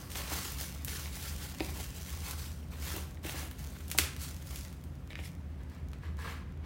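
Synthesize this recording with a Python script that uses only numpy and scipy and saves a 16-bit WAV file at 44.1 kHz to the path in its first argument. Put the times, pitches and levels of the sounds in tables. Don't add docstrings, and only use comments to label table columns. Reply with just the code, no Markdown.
import sys
import numpy as np
from scipy import signal
from scipy.fft import rfft, irfft
from scipy.io import wavfile
from scipy.ndimage import uniform_filter1d

SR = 44100
rng = np.random.default_rng(int(sys.argv[2]) if len(sys.argv) > 2 else 0)


def transcribe(signal):
    frames = np.atleast_2d(signal).T
    limited = np.clip(frames, -1, 1)
    pcm = np.round(limited * 32767).astype(np.int16)
    wavfile.write(sys.argv[1], SR, pcm)


N = 293265
TIME = np.arange(N) / SR

# (frequency [Hz], width [Hz], gain [dB])
FACE_RESONANCES = [(1780, 120, -3.5), (2320, 460, -1), (2450, 220, -11), (2900, 190, -10), (3920, 280, -13)]
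# (frequency [Hz], gain [dB])
SKIN_SPECTRUM = [(150, -8), (450, 11.5), (750, 7.5), (1100, 8.5), (2000, 14), (3200, 7), (5500, -2),
                 (9000, -33), (16000, -43)]


def sliding(brush_gain):
    # (start [s], rise [s], hold [s], level [dB], weight of the duller scrape [dB])
    pulls = [(0, 0.0029, .005, -54.5, -0.5), (.085, 0.037, .02, -49.5, -4), (.142, 0.031, 0.02, -42.5, 3.5),
             (.25, 0.091, 0.043, -39.5, 0), (.4, .05, 0.054, -43.5, -3.5), (.57, 0.031, 0.011, -41.5, -4.5),
             (.868, 0.011, 0.13, -42.5, -4.5), (1.07, .13, 0.097, -44.5, -4),
             (1.36, 0.073, 0.0043, -47, -3), (1.59, 0.018, 0.14, -50, -1), (1.72, 0.057, 0.044, -47, -4.5),
             (1.925, 0.042, .015, -49, -6), (2.025, 0.059, 0.085, -50, -1), (2.17, 0.11, .01, -44, -2.5),
             (2.36, 0.031, 0.065, -48, -3), (2.7, 0.021, 0.018, -58, 8.5), (2.76, 0.12, 0.089, -44, -0.5),
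             (3.226, 0.026, 0.065, -47, 3.5), (3.34, 0.042, 0.0081, -46.5, 3), (3.55, 0.046, 0.46, -55, -1),
             (4.17, 0.059, 0.0064, -44.5, -7), (4.42, 0.1, .09, -49.5, -4.5)]
    # (time [s], level [dB])
    stir_levels = [(0, -60), (1.5, -55.5), (2.65, -65.5), (3.15, -78.5), (4.4, -62), (4.85, -71),
                   (5.7, -76.5), (6.65, -82)]
    # (frequency [Hz], gain [dB])
    wrap_spectrum = [(200, -56), (900, -5), (2300, -1), (3500, 0.5), (5000, 2), (8000, 0), (12000, -2),
                     (16000, -2)]
    scrape_spectrum = [(120, -23), (300, -5), (480, -2.5), (720, -7), (1050, -5), (1700, -5.5), (2500, -7),
                       (3600, -10), (6000, -27.5), (16000, -16)]
    pull, scrape = strokes(pulls, release_db_per_s=120)
    stir = amp(np.interp(TIME, *np.transpose(stir_levels)))
    hiss = friction(slips_per_s=2500, spread_db=1.5, grain_db=-7, judder_db=1.5)
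    wrap = flex(colour(hiss, wrap_spectrum), depth_db=1.8, span_s=0.05, span_hz=500)
    clicks = crackle(20 * np.log10(np.hypot(pull, stir)), pops_per_s=230, spread_db=5.5, follow=0.73)
    wrinkle = pop(buckle_s=0.00052, shiver_db=-7.5, shiver_s=0.0018)
    crinkle = signal.oaconvolve(colour(clicks, wrap_spectrum), wrinkle)[:N]
    drag = friction(slips_per_s=900, spread_db=3.5, grain_db=-4, judder_db=3)
    card = flex(colour(drag, scrape_spectrum), depth_db=3.5, span_s=0.04, span_hz=400)
    wrap_gain = np.linalg.norm([pull, stir, brush_gain], axis=0)
    card_gain = np.hypot(scrape, stir)
    return amp(0.24) * wrap * wrap_gain + amp(-25) * crinkle + amp(-2) * card * card_gain


def strokes(rows, release_db_per_s, sag_db_per_s=18.5):
    start, rise, hold, db, weight_db = np.transpose(rows)[:, :, None]
    coarse_time = TIME[::32]
    t = coarse_time - start
    sag_db = sag_db_per_s * np.clip(t - rise, 0, hold)
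    release_db = release_db_per_s * np.maximum(t - rise - hold, 0)
    plain = np.clip(t / rise, 0, 1) * amp(db - sag_db - release_db)
    weighted = plain * amp(weight_db)
    return [np.interp(TIME, coarse_time, np.linalg.norm(gains, axis=0)) for gains in (plain, weighted)]


def friction(slips_per_s, spread_db, grain_db, judder_db):
    sizes = amp(spread_db * np.minimum(rng.exponential(1, N), 5))
    slips = sizes * rng.choice([-1, 1], N) * (rng.random(N) < slips_per_s / SR)
    grainy_hiss = rng.standard_normal(N) + amp(grain_db) * unit(slips)
    return unit(grainy_hiss * amp(judder_db * drift(rate_hz=70)))


def flex(x, depth_db, span_s, span_hz, size=256):
    spectra = signal.stft(x, nperseg=size)[2]
    patches = rng.standard_normal(spectra.shape)
    patches = uniform_filter1d(patches, max(1, round(span_hz * size / SR)), axis=0)
    patches = uniform_filter1d(patches, max(1, round(span_s * 2 * SR / size)), axis=1)
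    return unit(signal.istft(spectra * amp(depth_db * unit(patches)), nperseg=size)[1][:N])


def crackle(speed_db, pops_per_s, spread_db, follow):
    pace = amp(follow * (speed_db - speed_db.max()))
    sizes = amp(spread_db * rng.uniform(-2, 1, N)) * rng.choice([-1, 1], N)
    return sizes * np.sqrt(pace) * (rng.random(N) < pace * pops_per_s / SR)


def pop(buckle_s, shiver_db, shiver_s, size=4096):
    t, hz = np.arange(size) / SR, np.fft.rfftfreq(size, 1 / SR)
    delay_s = buckle_s * np.interp(hz, np.linspace(0, SR / 2, 14), rng.random(14)) + 4 / SR
    buckle = irfft(np.exp(-2j * np.pi * np.cumsum(delay_s) * SR / size), size)
    shiver = rng.standard_normal(size) * np.exp(-t / shiver_s)
    return (buckle + amp(shiver_db) * shiver / np.linalg.norm(shiver)) * np.linspace(1, 0, size)


def snaps(wet_db=-3.5):
    # (time [s], energy [dB], brightness [dB/octave])
    creases = [(.103, -22, 0), (0.1173, -18.5, -2), (.156, -13, -3.5), (.5206, -16, 10), (.611, -10, 3),
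               (.8474, -9, 5), (.882, -15, -2.5), (1.599, -18, -5), (2.1033, -19, 0), (2.31, -12.5, 0.5),
               (2.965, -14, 6), (3.4515, -25, 1), (3.5117, -22, 6), (3.8808, -21, 2.5), (3.9013, -17, 2),
               (3.9146, -6.5, -0.5), (3.978, -5, 6.5), (3.9825, -11.5, -2), (3.986, 7.5, -1.5),
               (4.037, -12, -5), (4.1647, -20, -2), (4.559, -15.5, 1), (4.727, -29, -1), (4.839, -29, 1),
               (5.9325, -23.5, -7)]
    # (frequency [Hz], gain [dB])
    crease_spectrum = [(150, -27), (400, -6.5), (750, -15.5), (1300, -1.5), (1900, 0), (2450, 4),
                       (3200, 2.5), (5000, 1), (8000, 1.5), (11000, 1.5), (16000, 0.5)]
    out = np.zeros(N)
    for s, db, bright_db in creases:
        pop_in_room = amp(wet_db) * room_tail()
        add(pop_in_room, 0, pop(buckle_s=0.001227, shiver_db=-3.5, shiver_s=0.011))
        tilted = [(hz, level + bright_db * np.log2(hz)) for hz, level in crease_spectrum]
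        sound = colour(pop_in_room, tilted)
        add(out, s, amp(db) * sound / np.linalg.norm(sound))
    return out


def knocks(travel_s=0.002, size=8192):
    # (time [s], peak [dB], hardness [dB/octave])
    bumps = [(0.158, -39, 13), (.317, -32, 6.5), (1.6043, -22.5, 2.5), (2.939, -35.5, -6), (2.966, -34, 4),
             (3.25, -32, -8), (3.342, -36, 3), (3.428, -39, 7), (3.948, -34.5, 9), (3.989, -29.5, 3),
             (5.19, -38.5, 2)]
    # (frequency [Hz], level [dB], t60 [s])
    sleeve_modes = [(261, -10.5, 0.024), (328, -0.5, 0.05), (366, -2.5, 0.065), (469, -8, 0.056),
                    (806, -10, 0.031), (957, -10.5, 0.023), (1125, -17, 0.016)]
    hz, mode_db, t60 = np.transpose(sleeve_modes)[:, :, None]
    t = np.maximum(np.arange(size) / SR - travel_s * np.sqrt(hz[0] / hz), 0)
    detunes = rng.normal(1, 0.026, (len(bumps), len(sleeve_modes), 1))
    low_cut = signal.butter(2, 200, "high", fs=SR, output="sos")
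    out = np.zeros(N)
    for (s, db, hard_db), detune in zip(bumps, detunes):
        envelopes = amp(mode_db + hard_db * np.log2(hz) - 60 * t / t60)
        modes = envelopes * np.sin(2 * np.pi * hz * detune * t)
        sound = signal.sosfilt(low_cut, modes.sum(0))
        add(out, s, amp(db) * sound / abs(sound).max())
    return out


def ticks():
    # (time [s], energy [dB], weight of the scuff [dB])
    catches = [(0.1524, -23, -2), (.216, -21, 6), (1.058, -20.5, -1), (1.5927, -27.5, -7), (1.605, -11, 1),
               (3.172, -31.5, -8), (3.247, -22, -7), (3.295, -18, 1), (3.5131, -26, 1.5), (5.105, -24.5, 0),
               (5.131, -23, 0), (5.1547, -16.5, -4.5), (5.19, -23, 6)]
    out = np.zeros(N)
    for s, db, skin_db in catches:
        face = ring(pop(buckle_s=0.00103, shiver_db=-19, shiver_s=0.0033), FACE_RESONANCES)
        scuff = colour(pop(buckle_s=0.0013, shiver_db=3, shiver_s=0.0011), SKIN_SPECTRUM)
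        sound = unit(face) + amp(skin_db) * unit(scuff)
        add(out, s, amp(db) * sound / np.linalg.norm(sound))
    return out


def finger_rubs():
    # (start [s], rise [s], hold [s], level [dB], weight of the wrap brushing along [dB])
    face_rubs = [(5.095, 0.015, .006, -49.5, -11), (5.165, 0.033, .005, -52, -4.5),
                 (5.205, 0.036, 0.032, -52, -1)]
    edge_rubs = [(3.32, 0.059, 0.028, -49, -2.5), (5.57, 0.037, .01, -63, -10),
                 (5.68, 0.036, 0.052, -59, -9), (6.01, 0.03, 0.028, -53.5, -15),
                 (6.165, 0.047, .01, -49.5, -7), (6.21, 0.062, 0.042, -43.5, -11.5),
                 (6.35, 0.019, .01, -54, -19), (6.44, .04, 0.049, -67, -13), (6.62, .025, .01, -54.5, -19)]
    # (frequency [Hz], width [Hz], gain [dB])
    edge_resonances = [(460, 42, -0.5), (866, 93, -4), (1030, 190, -0.5), (1246, 110, -1.5), (1650, 73, 3),
                       (2070, 140, -21), (3800, 300, -18)]
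    face_gain, face_brush = strokes(face_rubs, release_db_per_s=450)
    edge_gain, edge_brush = strokes(edge_rubs, release_db_per_s=187)
    face = face_gain * skin_on_card(FACE_RESONANCES, skin_db=-17)
    edge = edge_gain * skin_on_card(edge_resonances, skin_db=-1.5)
    return face + edge, face_brush + edge_brush


def skin_on_card(modes, skin_db):
    drive = friction(slips_per_s=340, spread_db=5, grain_db=-0.5, judder_db=3.5)
    skin = colour(rng.standard_normal(N), SKIN_SPECTRUM)
    return unit(unit(ring(drive, modes)) + amp(skin_db) * unit(skin))


def ring(drive, modes):
    return sum((-1) ** k * amp(db) * signal.lfilter(*signal.iirpeak(hz, hz / width, SR), drive)
               for k, (hz, width, db) in enumerate(modes))


def room(x, wet_db):
    return x + amp(wet_db) * signal.fftconvolve(x, room_tail())[:N]


def room_tail(size=22016):
    # (frequency [Hz], t60 [s])
    decay_times = [(200, 0.39), (1000, 0.58), (3000, 0.42), (8000, 0.38), (15000, 0.26)]
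    hz, t, spectra = signal.stft(rng.standard_normal(size), SR, nperseg=256)
    decay = amp(-60 * t / read(decay_times, hz)[:, None])
    echoes = signal.istft(spectra * decay, SR, nperseg=256)[1][:size]
    echoes *= np.minimum(TIME[:size] / 0.0013, 1)
    return echoes / np.linalg.norm(echoes)


def ventilation():
    # (frequency [Hz], gain [dB])
    air_spectrum = [(20, -52), (31, -33), (46, -8.5), (62, -2.5), (78, 2), (105, -14.5), (180, -10.5),
                    (215, -20), (265, -19), (410, -28), (1000, -36), (2000, -40), (5000, -53.5),
                    (14000, -65)]
    # (frequency [Hz], rms level [dB])
    hum_tones = [(75.4, -50.5), (135, -55.5), (188, -64), (259, -64.5), (324, -76.5), (373, -73),
                 (527, -76)]
    air_gain = amp(read(air_spectrum, np.fft.rfftfreq(N, 1 / SR)))
    air = irfft(rfft(rng.standard_normal(N)) * air_gain, N)
    hum = sum(amp(db) * np.sqrt(2) * np.sin(2 * np.pi * hz * TIME + 1.52 * drift(rate_hz=4.35))
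              for hz, db in hum_tones)
    return amp(-43) * unit(air) + hum


def colour(x, spectrum, size=4096):
    log_gain = np.log(amp(read(spectrum, abs(np.fft.fftfreq(size, 1 / SR)))))
    taps = np.fft.ifft(np.exp(np.conj(signal.hilbert(log_gain)))).real
    return signal.oaconvolve(x, taps[:size // 2])[:len(x)]


def drift(rate_hz):
    hz = np.fft.rfftfreq(N, 1 / SR)
    return unit(irfft(rfft(rng.standard_normal(N)) / (1 + (hz / rate_hz) ** 4), N))


def amp(db):
    return 10 ** (np.asarray(db) / 20)


def unit(x):
    return x / np.sqrt(np.mean(x ** 2) + 1e-20)


def read(points, hz):
    point_hz, value = np.transpose(points)
    return np.interp(np.log(hz + 1), np.log(point_hz + 1), value)


def add(mix, s, sound):
    part = mix[round(s * SR):][:len(sound)]
    part += sound[:len(part)]


def scene():
    fingers, brush_gain = finger_rubs()
    rubs = room(sliding(brush_gain) + fingers, wet_db=-10)
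    taps = room(ticks() + knocks(), wet_db=-6)
    return (rubs + taps + snaps() + ventilation())[None]


def record(dry):
    low_pass = signal.firwin(511, 16000, window=("kaiser", 9), fs=SR)
    return signal.oaconvolve(dry, low_pass[None], "same")


dry = scene()
out = record(dry)
transcribe(out)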